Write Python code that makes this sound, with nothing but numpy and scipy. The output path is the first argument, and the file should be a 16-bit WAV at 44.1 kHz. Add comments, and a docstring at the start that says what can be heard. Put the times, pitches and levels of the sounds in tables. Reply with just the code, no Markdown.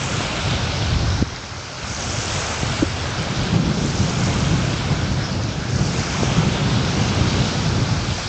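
"""A small wave tumbles and hisses up a sandy beach while wind rumbles on a small camera's microphone.
More waves follow: each throws fizzing spray, traps large bubbles as it rolls, then washes out as foam.
The water is noise plus many tiny ringing bubbles, with farther surf and a few sharp ticks close by.
Swirls of air thump the microphone; the hardest makes the camera turn its volume down and creep back.
The camera's electronics whine faintly throughout, and both channels carry the same sound."""
import sys
import numpy as np
from scipy import signal
from scipy.fft import rfft, irfft, next_fast_len
from scipy.io import wavfile
from scipy.ndimage import uniform_filter1d, map_coordinates

SR = 44100
rng = np.random.default_rng(int(sys.argv[2]) if len(sys.argv) > 2 else 0)


def output_pcm(signal):
    """Save a mono or channel-first signal as 16-bit PCM at the path in sys.argv[1].

    Samples are clipped to [-1, 1] before scaling.
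    """
    pcm = np.clip(np.atleast_2d(signal).T, -1, 1) * 32767
    wavfile.write(sys.argv[1], SR, np.round(pcm).astype(np.int16))


N = 365148
HOP = 256  # samples between updates of a wave's level and pitch

# The waves. Each row: break time in seconds, spray level, seconds the spray holds, starting droplet
# pitch in Hz, tumble level, seconds from break to loudest tumble, wash level, seconds from break to
# loudest wash. Levels are in relative dB.
WAVES = [(-.56, -27.5, .42, 6900, -27.5, 0.94, -29.5, 1.16),
         (1.45, -41, .25, 6020, -35.5, .75, -33.5, 1.07),
         (1.798, -26.5, 0.47, 6230, -28, 0.67, -34.5, 1.61), (2.85, -44, .1, 7600, -33, 0.45, -37, 0.92),
         (3.666, -31.5, .52, 5900, -29.5, 0.71, -33.5, 1.1), (5.648, -31, 0.37, 5860, -27, 0.74, -30, 1.09),
         (6.77, -35, .52, 5550, -29.5, 0.5, -29.5, 0.65), (7.98, -35.5, .3, 7500, -38, .4, -35, 0.18)]


def amp(db):
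    """Turn decibels into a number to multiply a sound by."""
    return 10 ** (np.asarray(db) / 20)


def unit(x):
    """Scale a sound to an average (rms) level of 1."""
    return x / np.sqrt(np.mean(x ** 2) + 1e-20)


def wobble(rate):
    """A smooth random curve through `rate` new values a second."""
    return map_coordinates(rng.standard_normal(4096), [np.arange(N) * rate / SR], mode="wrap")


def along(points, hz):
    """Read the gain at hz from a curve of (Hz, dB) points."""
    point_hz, db = np.transpose(points)
    return amp(np.interp(np.log(hz + 1), np.log(point_hz), db))


def filtered(x, response):
    """Multiply each frequency in x by response(hz)."""
    size = next_fast_len(len(x) + 8192)
    return irfft(rfft(x, size) * response(np.fft.rfftfreq(size, 1 / SR)), size)[:len(x)]


def coloured(x, spectrum):
    """Give x the tone of a spectrum, at an average level of 1."""
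    return unit(filtered(x, lambda hz: along(spectrum, hz)))


def patchy_noise(depth_db):
    """Hiss whose low and high parts swell and fade on their own."""
    bands = signal.stft(rng.standard_normal(N), nperseg=512)[2]
    patches = uniform_filter1d(rng.standard_normal(bands.shape), size=9, axis=0)
    patches = uniform_filter1d(patches, size=12, axis=1)
    return unit(signal.istft(bands * amp(depth_db * unit(patches)), nperseg=512)[1][:N])


def bubbles(low_hz, high_hz, cycles, spread_db, count, samples):
    """Many bubbles ring and die away; each rises in pitch as it nears the surface."""
    when, pitch, rank = rng.random((count, 3)).T[:, :, None]
    turns = low_hz * (high_hz / low_hz) ** pitch * np.arange(samples) / SR
    age = turns / cycles
    rise = 1 + 0.046 * np.minimum(age, 2)
    ring = np.sin(2 * np.pi * turns * rise) * np.exp(-2 * age)
    strength = amp(-spread_db * np.log(rank + 0.012))  # a few are much louder than the rest
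    at = (when * N).astype(int) + np.arange(samples)
    return unit(np.bincount(at.ravel(), (strength * ring).ravel(), N)[:N])


def ages():
    """Seconds since each wave broke, one row per wave."""
    return np.maximum(np.arange(0, N + HOP, HOP) / SR - np.array(WAVES)[:, :1], 0)


def swell(db, attack_s, hold_s, fade_db_per_s):
    """Each wave's gain: a soft rise, a hold, then a steady fade."""
    age = ages()
    rise = np.sin(np.pi / 2 * np.minimum(age / attack_s, 1))
    return rise * amp(db - fade_db_per_s * np.maximum(age - attack_s - hold_s, 0))


def climb(pitch_hz, at_s, octaves_per_s, stop_s=3.0):
    """Large bubbles burst first, so the pitch climbs, passing pitch_hz at the age at_s."""
    return pitch_hz * 2 ** (octaves_per_s * (np.minimum(ages(), stop_s) - at_s))


def swept(x, gain, centre_hz, octaves):
    """Keep one broad band of x for each wave, following its level and bubble pitch."""
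    hz, _, bands = signal.stft(unit(x), SR, nperseg=2 * HOP)
    distance = np.log2((hz[:, None, None] + 1) / centre_hz) / octaves
    hump = 1 / (1 + distance ** 2) ** 2
    power = np.sum(gain ** 2 * hump / hump.mean(axis=0), axis=1)
    return signal.istft(bands * np.sqrt(power), nperseg=2 * HOP)[1][:N]


def spray(gain, pitch_hz):
    """Droplets thrown by the crest patter back on the water in little bursts."""
    hiss = patchy_noise(depth_db=-1.5)
    drops = amp(-8) * bubbles(4180, 9000, cycles=13, spread_db=5, count=12000, samples=100)
    return amp(-2.8 + 0.86 * wobble(40)) * swept(hiss + drops, gain, pitch_hz, octaves=0.5)


def tumble(gain):
    """The broken crest rolls over and traps large bubbles."""
    # The tone of rolling water. Each row: frequency in Hz, relative level in dB.
    spectrum = [(60, -15), (200, 1.5), (400, -7.5), (560, -3.5), (780, -2), (1040, -3.5), (1350, -2.5),
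                (1700, -4), (2300, -3), (3500, -17.5), (6000, -22.5), (9000, -36)]
    rush = patchy_noise(depth_db=0.28)
    gurgle = amp(-12.5) * bubbles(347.6, 2030, cycles=10.9, spread_db=1.5, count=4000, samples=900)
    all_waves = np.linalg.norm(gain, axis=0)
    rolling = np.interp(np.arange(N) / HOP, np.arange(len(all_waves)), all_waves)
    return rolling * amp(0.17 * wobble(14)) * coloured(rush + gurgle, spectrum)


def wash(gain, pitch_hz):
    """Foam runs up the sand; its hiss climbs as it thins and only small bubbles are left."""
    hiss = patchy_noise(depth_db=1.1)
    foam = amp(-7.5) * bubbles(1720, 6730, cycles=6.2, spread_db=3, count=12000, samples=200)
    return amp(-1 + 0.65 * wobble(12)) * swept(hiss + foam, gain, pitch_hz, octaves=0.66)


def surf():
    """Every wave throws spray as it breaks, tumbles and washes up the sand."""
    _, spray_db, spray_s, drop_hz, tumble_db, roll_s, wash_db, run_s = np.transpose(WAVES)[:, :, None]
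    # The spray builds gradually as the break runs along the crest.
    crests = spray(swell(spray_db, attack_s=0.23, hold_s=spray_s, fade_db_per_s=17),
                   climb(drop_hz, at_s=0, octaves_per_s=0.31))
    rollers = tumble(swell(tumble_db, attack_s=roll_s, hold_s=0.05, fade_db_per_s=5.5))
    foam = wash(swell(wash_db, attack_s=run_s, hold_s=0, fade_db_per_s=8.5),
                climb(pitch_hz=3430, at_s=run_s, octaves_per_s=0.51))
    return crests + rollers + foam


def shore():
    """Surf farther along the beach and old foam on the sand fill the lulls."""
    # The tone of far surf. Each row: frequency in Hz, relative level in dB.
    spectrum = [(100, -5), (600, -0.5), (1000, -7), (1400, 3), (2600, -0.5), (4000, -4), (5500, -1),
                (8000, -10.5)]
    hiss = patchy_noise(depth_db=-2.5)
    fizz = amp(-17) * bubbles(3000, 9000, cycles=21, spread_db=9, count=5000, samples=120)
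    return amp(-32.5 + 0.4 * wobble(18)) * coloured(hiss + fizz, spectrum)


def wind(surge_half_s=0.075):
    """Swirls of air rumble past the microphone; faster air makes the rumble higher."""
    # The breeze. Each row: time in seconds, relative level in dB, air speed (1 is usual).
    breeze = [(0, -27, 1.05), (.79, -25.5, 0.81), (.93, -20, 0.77), (1.21, -18.5, 0.73), (1.3, -30, .8),
              (1.72, -36.5, .9), (1.88, -29.5, .86), (2.5, -27, 0.83), (2.95, -26, 0.89),
              (3.35, -25.5, 1.02), (3.65, -18.5, 1.147), (4.1, -21.5, 1.14), (4.6, -19, .96),
              (5.5, -24.5, .97), (6.15, -23.5, 1.09), (6.6, -19, 1.08), (7.65, -22, 1.106),
              (8.05, -22.5, 0.91), (8.28, -30.5, 0.87)]
    # Brief gusts. Each row: time in seconds, dB above the breeze.
    surges = [(.56, 4), (2.06, 2.5), (3.55, 0.5), (4.4, 1.5), (5.33, 1), (5.8, 5), (6.39, 2), (7.24, 4),
              (7.8, 3.5)]
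    # The rumble's tone at the usual speed. Each row: frequency in Hz, relative level in dB.
    spectrum = [(12, -27), (25, -17.5), (40, -12.5), (62, -6), (100, -0.5), (140, 0), (180, -5), (250, -12),
                (350, -15.5), (500, -22), (1000, -29), (3000, -57.5)]
    t = np.arange(N) / SR
    times, levels, speeds = np.transpose(breeze)
    breeze_db, speed = np.interp(t, times, levels), np.interp(t, times, speeds)
    surge_db = sum(db * np.exp(-((t - s) / surge_half_s) ** 2) for s, db in surges)
    swirls = coloured(rng.standard_normal(2 * N), spectrum)
    rumble = map_coordinates(swirls, [np.cumsum(speed)], order=1, mode="wrap")
    return amp(breeze_db + surge_db + 0.67) * unit(rumble * amp(1.7 * wobble(25)))


def whine(hz=7124):
    """The camera's electronics give off a faint, steady tone."""
    return amp(-50.5) * np.sin(2 * np.pi * hz * np.arange(N) / SR)


def thumps(ragged_octaves=0.5):
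    """A hard swirl sucks at the microphone's opening: a short swing of pressure with no steady pitch."""
    # Each row: time in seconds, peak level in dB, rough pitch in Hz, half length in seconds.
    hard_swirls = [(0.207, -8.5, 506, 0.00051), (1.218, -12, 180, .0036), (1.227, -2, 171, 0.0018),
                   (2.633, -13, 400, 0.002), (2.83, -5.5, 272, 0.0057), (3.327, -15.5, 200, .0035),
                   (6.2254, -9, 190.1, .0024), (6.234, -6, 566, 0.00099), (6.344, -15, 260.7, .0022),
                   (6.389, -7, 149, .012)]
    out, t = np.zeros(N), np.arange(N) / SR
    uneven_time = np.cumsum(2 ** (ragged_octaves * wobble(600))) / SR
    for s, db, hz, half_s in hard_swirls:
        turns = hz * (uneven_time - uneven_time[round(s * SR)])
        out -= amp(db) * np.cos(2 * np.pi * turns) * np.exp(-((t - s) / half_s) ** 2)
    return out


def ticks(decay_s=0.0008):
    """Small, sharp ticks close by each ring for about a millisecond."""
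    # Each row: start in seconds, level in dB, pitch in Hz.
    pings = [(.229, -17, 7940), (1.362, -14, 4770), (3.105, -19, 7930), (3.228, -15.5, 7970),
             (3.436, -20, 7700), (3.861, -12.5, 7270), (5.33, -18, 5005), (5.437, -17, 6200),
             (7.15, -16.5, 7940)]
    out, t = np.zeros(N), np.arange(1024) / SR
    for s, db, hz in pings:
        out[round(s * SR):][:len(t)] += amp(db) * np.sin(2 * np.pi * hz * t) * np.exp(-t / decay_s)
    return out


def gain_control(x, ceiling_db, release_db_per_s, react_s=0.0007):
    """A peak over the ceiling quickly turns the volume down; it creeps back at a steady rate."""
    over_db = np.maximum(20 * np.log10(np.abs(x) + 1e-9) - ceiling_db, 0)
    creep_db = release_db_per_s * np.arange(N) / SR
    cut_db = np.maximum.accumulate(over_db + creep_db) - creep_db
    lag = np.exp(-1 / (react_s * SR))
    return x * amp(-signal.lfilter([1 - lag], [1, -lag], cut_db))


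def scene():
    """Surf and wind reach one microphone, which feeds both channels."""
    mono = surf() + shore() + wind() + whine() + thumps() + ticks()
    return np.array([mono, mono])


def record(dry):
    """The microphone dulls the highs; the hardest thump clips before the volume drops."""
    # The microphone's tone. Each row: frequency in Hz, boost or cut in dB.
    microphone = [(20, -5.5), (50, 0), (1550, 0.5), (1880, -4.5), (2300, -2), (3300, -0.5), (4200, 0),
                  (5200, 0.2), (6500, -1), (7200, -3), (7900, -7.5), (8400, -15.5), (8800, -27),
                  (9100, -38)]
    heard = filtered(dry[0], lambda hz: along(microphone, hz) * (hz < 9050))
    ducked = gain_control(heard, ceiling_db=-5.5, release_db_per_s=3)
    clipped = np.clip(ducked, -0.707, 0.707)
    mono = filtered(clipped, lambda hz: hz < 16000)
    return np.array([mono, mono])


dry = scene()
out = record(dry)
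output_pcm(out)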